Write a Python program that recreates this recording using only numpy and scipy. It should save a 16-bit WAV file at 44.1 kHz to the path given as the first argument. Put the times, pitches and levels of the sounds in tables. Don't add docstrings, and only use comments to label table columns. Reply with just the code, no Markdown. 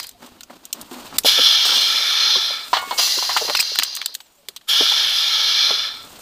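import sys
import numpy as np
from scipy import signal
from scipy.fft import rfft, irfft, next_fast_len
from scipy.io import wavfile
from scipy.ndimage import uniform_filter1d, map_coordinates

SR = 44100
rng = np.random.default_rng(int(sys.argv[2]) if len(sys.argv) > 2 else 0)


def transcribe(u):
    v = np.clip(np.atleast_2d(u).T, -1, 1)
    q = np.round(v * 32767).astype(np.int16)
    wavfile.write(sys.argv[1], SR, q)


def gain_from_db(level_db):
    decades = np.asarray(level_db, float) / 20
    return 10 ** decades


N = 273861
T = np.arange(N) / SR
FULL_FLOW_DB = -16
CONVERTER_HZ = 10850

# (time [s], level [dB])
RETURN_STROKES = [
    [(1.246, -23.5), (1.255, -16), (1.267, -9), (1.32, -13.5), (1.75, -16.8), (2.3, -15.5), (2.52, -21.5),
     (2.64, -32.5), (2.727, -48)],
    [(4.673, -51), (4.69, -17), (4.792, -16), (5.03, -18), (5.7, -17), (5.85, -23), (5.922, -31),
     (6.04, -42), (6.14, -72)],
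]
# (time [s], level [dB])
CRUSH_STROKE = [
    (2.972, -39),
    (2.982, -13.5),
    (3.0, -15),
    (3.17, -19.5),
    (3.3, -21.5),
    (3.67, -23.5),
    (3.94, -29),
    (4.14, -41.5),
    (4.2, -76),
]
# (time [s], level [dB])
EARLIER_CRUSH = [
    (-0.3, -19),
    (0.0, -24.5),
    (0.012, -34),
    (0.085, -42),
    (0.13, -58),
    (0.2, -75),
]
# (frequency [Hz], width [Hz], level [dB])
RETURN_RESONANCES = [(873, 24, -8), (1347, 119, -8), (1728, 122, -6.5), (2326, 205, -5), (3410, 420, -4),
                     (4077, 340, -7.5), (4940, 330, -12), (5450, 210, -12.5), (6400, 62, -25)]
CRUSH_RESONANCES = [(1000, 250, -16), (1900, 300, -18), (2800, 220, -12), (3200, 200, -13), (4170, 240, 0),
                    (4800, 280, -1), (5370, 200, -5), (5720, 120, -9), (6000, 160, -5), (6500, 150, -11)]
# (frequency [Hz], density [dB per Hz])
JET_SPECTRUM = [(100, -59), (400, -23.5), (1500, -16), (3500, -14.5), (6000, -18), (6600, -25.5)]
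# (frequency [Hz], density [dB per Hz])
RETURN_TREBLE = [(6600, 8), (6800, -1.5), (7800, -3.5), (8200, -9.5), (8600, -11), (9080, -3.5), (9500, -8),
                 (10100, 1.5), (10320, -5.5), (10600, -0.5), (10950, -15)]
CRUSH_TREBLE = [(3880, -29), (6600, 5), (6960, 0), (7620, -2), (8040, -9), (8310, -12.5), (9220, -3.5),
                (11000, -5), (14200, -37.5), (22000, -120)]
# (frequency [Hz], width [Hz], depth [0-1])
RETURN_NOTCHES = [(2735, 100, 0.67), (1990, 98, 0.4), (2650, 73, 0.3), (3880, 110, 0.7), (4600, 110, 0.5),
                  (5250, 90, 0.8), (5850, 100, 0.4), (7580, 60, .6), (8200, 200, .93), (8560, 70, .6),
                  (8810, 90, .7), (9280, 90, .5), (10300, 150, 0.3), (6620, 110, 0.5), (6400, 150, .4)]
CRUSH_NOTCHES = [(2580, 70, 0.7), (2970, 60, .5), (4545, 80, 0.6), (5150, 80, .4), (5560, 80, .5)]
# (delay [s], level [dB])
REFLECTIONS = [(.0031, -21.5), (.0074, -18), (0.0121, -21), (0.021, -18)]
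# (frequency [Hz], width [Hz], relative level at opening [dB],
# gain with time [dB per s], regained as the jet weakens [dB per dB])
NARROW_TONES = [(1315, 120, -26.5, 4.5, 0.55), (3490, 260, -18.5, 5.5, 0.0337), (4120, 130, -17.5, 8, 0.02),
                (5020, 120, -26, 2.5, 0.07), (5400, 93, -26, 1.5, -0.04), (9100, 60, -29.5, -15, 0)]
# (time [s], peak [dB], relative rattle [dB], rattle t60 [s],
# relative ring [dB])
CAN_HITS = [(2.7307, -1, -6.5, 0.23, -30.5), (2.7337, -4, -6.5, 0.29, -37), (2.769, -15.5, 4, 0.047, -12),
            (2.826, -15.5, -22, .08, -32), (2.838, -20, -24, .08, -38), (2.9092, -16, 3, 0.02, -32),
            (2.9125, -9.5, -8.5, 0.15, -25.5), (2.986, -16.5, -1, 0.033, -19.5), (2.99, -14, 0, 0.17, -22),
            (3.225, -11.5, -5, 0.15, -40), (3.293, -13, 0, 0.18, -38), (3.356, -25, -9, .03, -30),
            (3.3645, -6.5, -2, 0.11, -38.5), (3.479, -16.5, -3, 0.083, -36), (3.593, -27, 9, 0.03, -31)]
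# (frequency [Hz], level [dB], t60 [s])
CAN_MODES = [(780, -4, .2), (1103, -1, .7), (1176, -4, .5), (1433, -3, .42), (1540, -15, .17),
             (1670, -7, .1), (1836, -7, .12), (2201, -5, 1.5), (2890, 0, .12), (2995, 4, .15),
             (3311, 5, .08), (3623, -4, .14), (4097, 0, .13), (4335, 6, .13)]
# (time [s], peak [dB], dullness [dB], t60 [s])
WALL_BUCKLES = [(3.3695, -16, 7, 0.045), (3.3765, -22, 6, 0.038), (3.385, -26, 6, .02),
                (3.497, -27, 16, 0.017), (3.5496, -16, 6.5, 0.03), (3.5555, -31, 5, .015),
                (3.617, -33, 13, 0.013), (3.6263, -19, 3.5, 0.007), (3.749, -27, -8, 0.033),
                (3.7567, -20, 2.5, 0.013), (3.787, -6, -3, 0.02), (3.7966, -13.5, 5.5, 0.019),
                (3.823, -29.5, 17, 0.019), (3.833, -6.5, -17, 0.024), (3.848, -30, 7, 0.021),
                (3.951, -14.5, -25, 0.019), (3.964, -15, -27, 0.0073), (3.9701, -26.5, 4, 0.023),
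                (4.016, -29, 12.5, 0.0072), (4.0252, -36, 11, 0.014), (4.059, -7.5, -15.5, 0.015),
                (4.1418, -24, -30, 0.0184), (4.15, -13.5, -14.5, 0.016), (4.203, -37, 5, 0.017)]
# (time [s], peak [dB], dullness [dB], t60 [s], pitch [Hz])
VALVE_TICKS = [(0.0, -22, 3.5, 0.0071, 7600), (0.0293, -23, -25, 0.033, 7000), (0.04, -30, -8, 0.022, 8500),
               (0.0445, -34, 5, 0.028, 7000), (0.0677, -25.5, -19, 0.021, 7900),
               (0.091, -25.5, -17, 0.015, 7440), (0.1114, -38, -19, 0.03, 6600),
               (0.2285, -52, -4, 0.025, 8000), (0.2614, -37, -18, 0.05, 7300),
               (0.407, -28.5, -7, 0.029, 7260), (0.4322, -27, -31, 0.023, 6040),
               (0.6525, -22.5, -39, 0.021, 7300), (0.728, -9, -32, 0.02, 6900),
               (0.7285, -17, -36, 0.016, 5700), (0.784, -44, -11, 0.025, 7000),
               (0.8125, -21.5, -34, 0.029, 7900), (0.9287, -35, -20, 0.046, 8300),
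               (1.1812, -26.5, -29.5, 0.02, 9000), (1.184, -1, -12.5, 0.017, 9100),
               (1.2346, -25, -15.5, 0.014, 6000), (1.2378, -22.5, -18, 0.012, 6400),
               (1.6511, -18.5, -28, 0.15, 7970), (2.6807, -33, 0, 0.031, 8060),
               (4.2062, -35, -20, 0.048, 7000), (4.485, -19.5, -4.5, 0.021, 7860),
               (4.5621, -24, -9.5, 0.039, 7300), (4.6114, -50, 9.5, 0.035, 7000)]
# (time [s], length [s], start [Hz], end [Hz], level [dB], relative third partial [dB])
FOLD_SQUEAKS = [
    (3.552, 0.009, 2750, 3000, -24, -12),
    (3.567, 0.011, 2555, 2620, -15, -12),
    (3.595, 0.0134, 2626, 2315, -13, -8),
    (3.6047, 0.0065, 2700, 2810, -13, 1),
    (3.609, 0.012, 2810, 2780, -29, 2),
]
# (time [s], peak [dB], start [Hz], end [Hz], t60 [s])
PANEL_POPS = [(0.408, -39, 1430, 1420, .03), (0.433, -40, 1420, 1420, 0.025),
              (1.246, -11.5, 540, 420, 0.03), (1.247, -18, 770, 724, 0.036),
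              (1.256, -13.5, 620, 530, 0.028), (1.69, -15, 1400, 1410, 0.065),
              (2.355, -17, 1100, 1080, .03), (2.357, -24, 540, 517, 0.024), (2.362, -25, 397, 380, 0.069),
              (2.737, -15, 4310, 4280, .04), (2.767, -12, 810, 776, 0.048), (2.874, -36, 400, 400, 0.026),
              (2.886, -31, 1750, 1750, 0.022), (2.922, -18, 830, 814, .05), (2.992, -19.5, 744, 704, 0.075),
              (3.074, -25.5, 1050, 1040, 0.026), (3.169, -29, 560, 520, .03),
              (3.1745, -23.5, 400, 373, 0.05), (3.186, -18, 1040, 1030, 0.023),
              (3.364, -7.5, 1340, 1350, 0.035), (3.376, -24, 790, 770, 0.04), (3.411, -20, 710, 755, .06),
              (3.5494, -12, 1080, 1060, 0.013), (3.5911, -12, 1940, 1880, 0.0063),
              (3.592, -9, 4200, 4150, .012), (3.757, -23, 1520, 1500, 0.023),
              (3.822, -16, 1330, 1310, .025), (4.015, -10.5, 3380, 3390, 0.018),
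              (4.804, -22, 497, 475, 0.029), (4.808, -19, 460, 416, 0.065), (4.808, -18, 730, 700, .03),
              (4.819, -22, 630, 610, 0.05), (5.7, -21, 1150, 1110, .025), (5.705, -17, 770, 386, 0.092),
              (5.708, -21, 1050, 1050, 0.024), (1.2452, -23, 303, 269, 0.038), (1.386, -27, 302, 270, 0.11),
              (4.806, -26, 286, 258, 0.1), (3.787, -33, 320, 273, 0.06), (4.206, -43, 900, 800, .02),
              (4.486, -39, 420, 382, 0.035), (4.561, -46, 1000, 900, .02)]
# (time [s], peak [dB], pitch [Hz], relative bright first tap [dB])
WOOD_KNOCKS = [(0.228, -51, 300, -18), (0.498, -32, 720, -1), (0.775, -54, 266, -2), (0.916, -30, 264, -26),
               (1.125, -28, 805, -2), (1.378, -22.5, 513, -15), (1.386, -16, 510, -23),
               (1.651, -22, 735, 1), (1.72, -26.5, 794, 5.5), (2.504, -25.5, 760, -11),
               (3.415, -17.5, 455, -13), (3.446, -23, 565, -16), (3.485, -20, 473, -2),
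               (3.498, -17.5, 590, 1.5), (3.716, -29.5, 430, -14), (3.988, -36.5, 780, 1),
               (4.089, -45, 450, 6), (4.431, -49, 443, -20.5), (4.916, -26, 710, 8), (6.187, -35, 523, -2)]
# (peak time [s], leaves [dB], rise [s per 20 dB], fall [s per 20 dB],
# dullness [dB])
RUBS = [(0.1, -59, 6, 0.1, -5), (0.23, -51.5, 0.04, 0.3, 8.5), (0.29, -67, -0.2, 0, 10),
        (0.43, -60, -1.3, -0.3, -3), (0.502, -53.5, .004, 0.12, 10), (0.57, -61, 0.02, -0.16, 16),
        (0.64, -58, 0.03, 0.2, 6.5), (0.745, -49, -0.01, 0.18, 8.5), (0.79, -64, -0.16, 1, 8.5),
        (0.913, -46, -0.02, 0.14, 10), (0.947, -48.5, 0.1, 0, -3), (1.06, -51, 0.18, 0.06, 1),
        (1.171, -43, 0.22, 0, 2.5), (1.66, -28, -0.02, 0.47, -15), (2.74, -41.5, .5, 1.05, -15),
        (2.958, -37.5, 0.18, 0.45, -26), (4.205, -69, 2, 0.3, -10.5), (4.49, -59, -0.35, 0.1, -2),
        (5.96, -48.5, 0.5, 1.5, -4), (6.12, -50.5, 0.1, 0.2, -19), (6.19, -51.5, -0.1, 4, -23.5)]
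# (resting level [dB], relative level in a rub [dB],
# share of dullness [0-1])
RUB_LAYERS = [(-78, -4, 1), (-69, 0.5, 0.43), (-65.5, -1, 0.16), (-73.5, -4.5, 0)]
# (time [s], frequency [Hz], level [dB])
BOX_CREAKS = [
    [(0.142, 720, -75), (0.15, 720, -51), (0.168, 690, -54), (0.178, 680, -75)],
    [(4.365, 620, -80), (4.385, 574, -61), (4.415, 560, -62), (4.428, 545, -80)],
]
# (time [s], frequency [Hz], level [dB])
WHISTLE = [
    (4.185, 7800, -75),
    (4.192, 7950, -60),
    (4.23, 8000, -61),
    (4.27, 7200, -63),
    (4.285, 7000, -69),
    (4.35, 6900, -67),
    (4.385, 7500, -62),
    (4.405, 8500, -66),
    (4.415, 8700, -80),
]
# (time [s], level [dB], rise and fall [s per 20 dB])
PUFFS = [(0.08, -58, 1), (0.32, -41, -0.26), (0.58, -52, -0.06), (0.83, -47.5, 0.05), (1.05, -53, 0.2),
         (1.2, -46, 0.18), (1.34, -58, 0.2), (1.68, -50, 0.07), (2.1, -69, -0.2), (2.76, -58, 0.2),
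         (2.97, -58, .5), (3.3, -56, 0.2), (3.55, -56, 0.3), (3.79, -46.5, -0.02), (4.02, -55, 0),
         (4.82, -61, 0.14), (5.04, -53, 0.23), (5.38, -61, -0.1), (5.71, -60, -0.3), (6.2, -50, 0.7)]


def rms_one(x):
    return x / np.sqrt(np.mean(x ** 2) + 1e-20)


def peak_one(x):
    return x / np.abs(x).max()


def in_time(tables):
    out = np.full((len(tables[0][0]) - 1, N), -120.)
    for rows in tables:
        s, *columns = np.transpose(rows)
        inside = (T >= s[0]) & (T <= s[-1])
        out[:, inside] = [np.interp(T[inside], s, c) for c in columns]
    return out


def seconds_open(strokes):
    spans = [(rows[0][0], rows[-1][0]) for rows in strokes]
    opened, = in_time([[(start, 0), (end, end - start)] for start, end in spans])
    return opened.clip(0)


def at_hz(points, hz):
    table = np.array(points)
    return gain_from_db(np.interp(np.log(hz), np.log(table[:, 0]), table[:, 1]))


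def band(x, low_hz, high_hz, order=2):
    return signal.sosfilt(signal.butter(order, [low_hz, high_hz], "band", fs=SR, output="sos"), x)


def flicker(rate, depth_db):
    r = np.exp(-2 * np.pi * rate / SR)
    slow = signal.lfilter([1], [1, -2 * r, r * r], rng.standard_normal(N + SR))[SR:]
    return gain_from_db(depth_db * rms_one(slow))


def swell(s, rise, fall):
    return gain_from_db(-20 * np.where(T < s, (s - T) / max(rise, .002), (T - s) / max(fall, .002)))


def ring(drive, hz, t60):
    r, w = gain_from_db(-60 / (t60 * SR)), 2 * np.pi * hz / SR
    return signal.lfilter([0, np.sin(w)], [1, -2 * r * np.cos(w), r * r], drive + 1e-18)


def add(out, s, sound):
    i = round(s * SR)
    out[i:i + len(sound)] += sound[:N - i]


def patchy(x):
    eddy_hz, eddy_s, depth_db = 140, .1, 1.5
    hz, s, bins = signal.stft(x, SR, nperseg=1024)
    field = rng.standard_normal((int(SR / 2 / eddy_hz) + 2, int(N / SR / eddy_s) + 3))
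    places = np.meshgrid(hz / eddy_hz, s / eddy_s, indexing="ij")
    gain = gain_from_db(depth_db * map_coordinates(field, places, order=3))
    return signal.istft(bins * gain, SR, nperseg=1024)[1][:N]


def vent(strokes, port, top, hiss_db, roar_db, core_hz, between_db, dips, sag_db_per_s=0):
    jet_db, = in_time(strokes)
    opened = seconds_open(strokes)
    steady_db, extra_db, extra_s, loss_db_per_s = hiss_db
    top_db = steady_db + extra_db * np.exp(-opened / extra_s) - loss_db_per_s * opened
    full_db, regain = roar_db
    low_db = full_db + regain * (FULL_FLOW_DB - jet_db)

    size = next_fast_len(N)
    hz = np.maximum(np.arange(size // 2 + 1) * SR / size, 1)
    power = (gain_from_db(between_db) * at_hz(JET_SPECTRUM, hz)) ** 2
    for centre, width, db in port:
        power += gain_from_db(db) ** 2 / (1 + np.abs(2 * (hz - centre) / width) ** 2.8)
    colour = np.where(hz < 6600, np.sqrt(power), at_hz(top, hz))
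    air = rfft(rng.standard_normal(size)) * colour
    air *= 1 + sum(gain_from_db(db) * np.exp(-2j * np.pi * hz * lag) for lag, db in REFLECTIONS)
    for centre, width, depth in dips:
        air *= 1 - depth / (1 + (2 * (hz - centre) / width) ** 2)
    air = rfft(patchy(irfft(air, size)[:N]), size)

    ranges = [hz < 2650, (hz >= 2650) & (hz < 6600), (hz >= 6600) & (hz < 12000)]
    low, middle, high = [rms_one(irfft(air * part, size)[:N]) for part in ranges]
    hz = np.arange(N // 2 + 1) * SR / N
    core_shape = 1 / (1 + (2 * (hz - np.mean(core_hz)) / np.ptp(core_hz)) ** 6)
    core = irfft(rfft(middle) * core_shape, N)
    flanks_db = np.minimum(0.46 * (jet_db - FULL_FLOW_DB), 0)
    middle = core + gain_from_db(flanks_db) * (middle - core)
    low_flank = irfft(rfft(middle) * (hz < 3415), N)
    middle = middle + (gain_from_db(sag_db_per_s * (0.4 - opened)) - 1) * low_flank

    roar = gain_from_db(jet_db + np.minimum(low_db, 0)) * flicker(1.9, 0.91) * low
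    body = gain_from_db(jet_db) * flicker(1.9, 0.91) * middle
    treble = gain_from_db(jet_db + np.minimum(top_db, 0)) * flicker(1.9, 0.91) * high
    return flicker(81, 0.58) * (roar + body + treble)


def return_jet():
    # steady dB, extra dB at opening, its decay s, loss dB per s
    return vent(RETURN_STROKES, RETURN_RESONANCES, RETURN_TREBLE, hiss_db=(-19.5, 11.5, 0.05, 4),
                roar_db=(-13, 0.14), core_hz=(2650, 5700), between_db=0.5, dips=RETURN_NOTCHES, sag_db_per_s=4.5)


def crush_jet():
    return vent([EARLIER_CRUSH, CRUSH_STROKE], CRUSH_RESONANCES, CRUSH_TREBLE, hiss_db=(-13, 2, 0.5, 9.5),
                roar_db=(-17, 0.066), core_hz=(3400, 5200), between_db=4.0, dips=CRUSH_NOTCHES)


def port_tones():
    jet_db, = in_time(RETURN_STROKES)
    opened = seconds_open(RETURN_STROKES).clip(0, 1.2)
    weaker_db = np.clip(FULL_FLOW_DB - jet_db, 0, 40)
    hz = np.arange(N // 2 + 1) * SR / N
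    air = rfft(rng.standard_normal(N))
    waver = [flicker(9.6, 2) for _ in range(2)]
    out = np.zeros(N)
    for k, (centre, width, db, gain_db, regain) in enumerate(NARROW_TONES):
        tone = rms_one(irfft(air / (1 + (2 * (hz - centre) / width) ** 2), N))
        level_db = jet_db + db + gain_db * opened + regain * weaker_db
        out += np.roll(waver[k % 2], k * SR) * gain_from_db(level_db) * tone
    return out


def can():
    out, t = np.zeros(N), T[:SR // 2]
    click = (t == 0) * 1.
    for s, db, rattle_db, rattle_t60, ring_db in CAN_HITS:
        touch_s = 0.00042 * gain_from_db(-0.46 * db)
        press = np.sin(np.pi * np.minimum(t / touch_s, 1)) ** 2
        thump = ring(press, 1000, 0.029) + 0.11 * ring(press, 760, 0.15) + 0.3 * ring(press, 1200, 0.016)
        noise = rng.standard_normal(len(t)) * gain_from_db(-60 * t / rattle_t60)
        rattle = band(noise, 2580, 4300) + 1.83 * band(noise, 764, 1300) + 1.06 * band(noise, 1140, 2080)
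        spread_db = rng.normal(0, 2, len(CAN_MODES))
        wall = sum(gain_from_db(level + e) * ring(click, hz, t60) for (hz, level, t60), e in zip(CAN_MODES, spread_db))
        wall = wall * np.cos(np.pi * t)
        hit = peak_one(thump) + gain_from_db(rattle_db) * peak_one(rattle) + gain_from_db(ring_db) * wall
        add(out, s, gain_from_db(db) * band(hit, 600, 10000))
    return out


def cracks(rows, middle_db, dull_share):
    out, t = np.zeros(N), T[:SR // 8]
    span = 1.256
    for s, db, low_db, t60, hz in rows:
        noise = rng.standard_normal((3, len(t)))
        rise = np.minimum(t / .0004, 1)
        shape = rise * (gain_from_db(-60 * t / max(t60, .005)) + gain_from_db(-26.5 - 60 * t / 0.11))
        high = band(noise[0] * shape, hz / span, min(hz * span, CONVERTER_HZ))
        middle = band(noise[1] * shape, 0.4 * hz, 0.63 * hz, order=3)
        low = band(noise[2] * shape, 900, 3140)
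        add(out, s, gain_from_db(db) * peak_one(high))
        add(out, s, gain_from_db(db + middle_db + dull_share * low_db) * peak_one(middle))
        add(out, s, gain_from_db(db + low_db) * peak_one(low))
    return out


def buckles():
    return cracks([(*row, 7300) for row in WALL_BUCKLES], middle_db=6.2, dull_share=0.45)


def ticks():
    return cracks(VALVE_TICKS, middle_db=4.2, dull_share=0.37)


def squeaks():
    out = np.zeros(N)
    for s, length, start_hz, end_hz, db, third_db in FOLD_SQUEAKS:
        size = round(length * SR)
        jitter, grip = rng.standard_normal((2, SR // 40))[:, :size]
        hz = np.linspace(start_hz, end_hz, size) * (1 + .15 * jitter)
        phase = 2 * np.pi * np.cumsum(hz) / SR
        partials_db = [-3, 0, third_db, -15]
        stack = sum(gain_from_db(p) * np.sin((k + 1) * phase + k * k) for k, p in enumerate(partials_db))
        stutter = gain_from_db(3.5 * rms_one(uniform_filter1d(grip, size=40)))
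        add(out, s, gain_from_db(db) * band(stack, 1500, 11000) * stutter * np.hanning(size) ** .35)
    return out


def pops():
    out, t = np.zeros(N), T[:SR // 8]
    for s, db, start_hz, end_hz, t60 in PANEL_POPS:
        hz = end_hz + (start_hz - end_hz) * np.exp(-t / 0.0066)
        shape = (1 - np.exp(-t * start_hz / 0.9)) * gain_from_db(-60 * t / max(t60, .005))
        rough = rms_one(band(rng.standard_normal(len(t)), 0.6 * end_hz, 1.4 * start_hz))
        swing = np.sin(2 * np.pi * np.cumsum(hz) / SR)
        add(out, s, gain_from_db(db) * peak_one(shape * (swing + 0.45 * rough)))
    return out


def knocks():
    out, t = np.zeros(N), T[:SR // 5]
    for s, db, hz, tap_db in WOOD_KNOCKS:
        t60 = 18 / hz
        noise = rng.standard_normal((2, len(t)))
        push = noise[0] * np.minimum(t / 0.0017, 1) * gain_from_db(-60 * t / 0.048)
        wood = ring(push, hz, t60) + 0.1 * ring(push, 0.87 * hz, 0.5 * t60)
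        wood += 0.57 * ring(push, 1.2 * hz, 0.4 * t60) + 0.85 * ring(push, 1.33 * hz, 0.69 * t60)
        tap = band(noise[1] * gain_from_db(-60 * t / 0.066), 706, 1500)
        add(out, s, gain_from_db(db) * (peak_one(band(wood, 350, 2900)) + gain_from_db(tap_db) * peak_one(tap)))
    return out


def shuffle():
    shapes = np.array([swell(s, rise, fall) for s, _, rise, fall, _ in RUBS])
    _, db, _, _, dull_db = np.transpose(RUBS)
    grain = rng.standard_normal((4, N)) * gain_from_db(3.0 * rng.standard_normal(N))
    drone = ring(band(grain[0], 208, 400), 256, 0.025)
    cloth = band(grain[1], 400, 1360)
    leaves = band(grain[2], 2430, 4930)
    rustle = band(grain[3], 6200, 9400)
    out = np.zeros(N)
    for (rest_db, rel_db, share), x in zip(RUB_LAYERS, [drone, cloth, leaves, rustle]):
        gain = gain_from_db(rest_db) + gain_from_db(db + rel_db + share * dull_db) @ shapes
        out += gain * flicker(38, 1.8) * rms_one(x)
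    return flicker(24, 1.36) * out


def whistle(tables):
    hz, db = in_time(tables)
    return np.sqrt(2) * gain_from_db(db) * np.sin(2 * np.pi * np.cumsum(hz) / SR)


def creaks():
    return whistle(BOX_CREAKS)


def bird():
    return whistle([WHISTLE])


def wind():
    calm, puffs = rng.standard_normal((2, N))
    rumble = gain_from_db(-66) * rms_one(band(calm, 10, 400, order=1))
    gusts = sum(gain_from_db(db) * swell(s, span, span) for s, db, span in PUFFS)
    return rumble + gusts * flicker(14, 1.3) * rms_one(band(puffs, 8.7, 170, order=1))


def hiss():
    return gain_from_db(-65) * rms_one(band(rng.standard_normal(N), 1500, 14000, order=1))


def scene():
    air = return_jet() + crush_jet() + port_tones()
    metal = can() + buckles() + squeaks()
    wood = ticks() + pops() + knocks()
    background = shuffle() + creaks() + bird() + wind() + hiss()
    return np.tile(air + metal + wood + background, (2, 1))


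def band_limit(x):
    return signal.sosfilt(signal.butter(12, 16650, fs=SR, output="sos"), x)


def record(dry):
    x = signal.sosfilt(signal.cheby1(10, .5, CONVERTER_HZ, fs=SR, output="sos"), dry)
    x = x * (1 + (-1.) ** np.arange(N))
    x = signal.sosfilt(signal.butter(4, 14300, fs=SR, output="sos"), x)
    x = signal.sosfilt(signal.ellip(12, .5, 75, 15450, fs=SR, output="sos"), x)
    mix = np.clip(x, -1, 1)
    return band_limit(mix)


dry = scene()
out = record(dry)
transcribe(out)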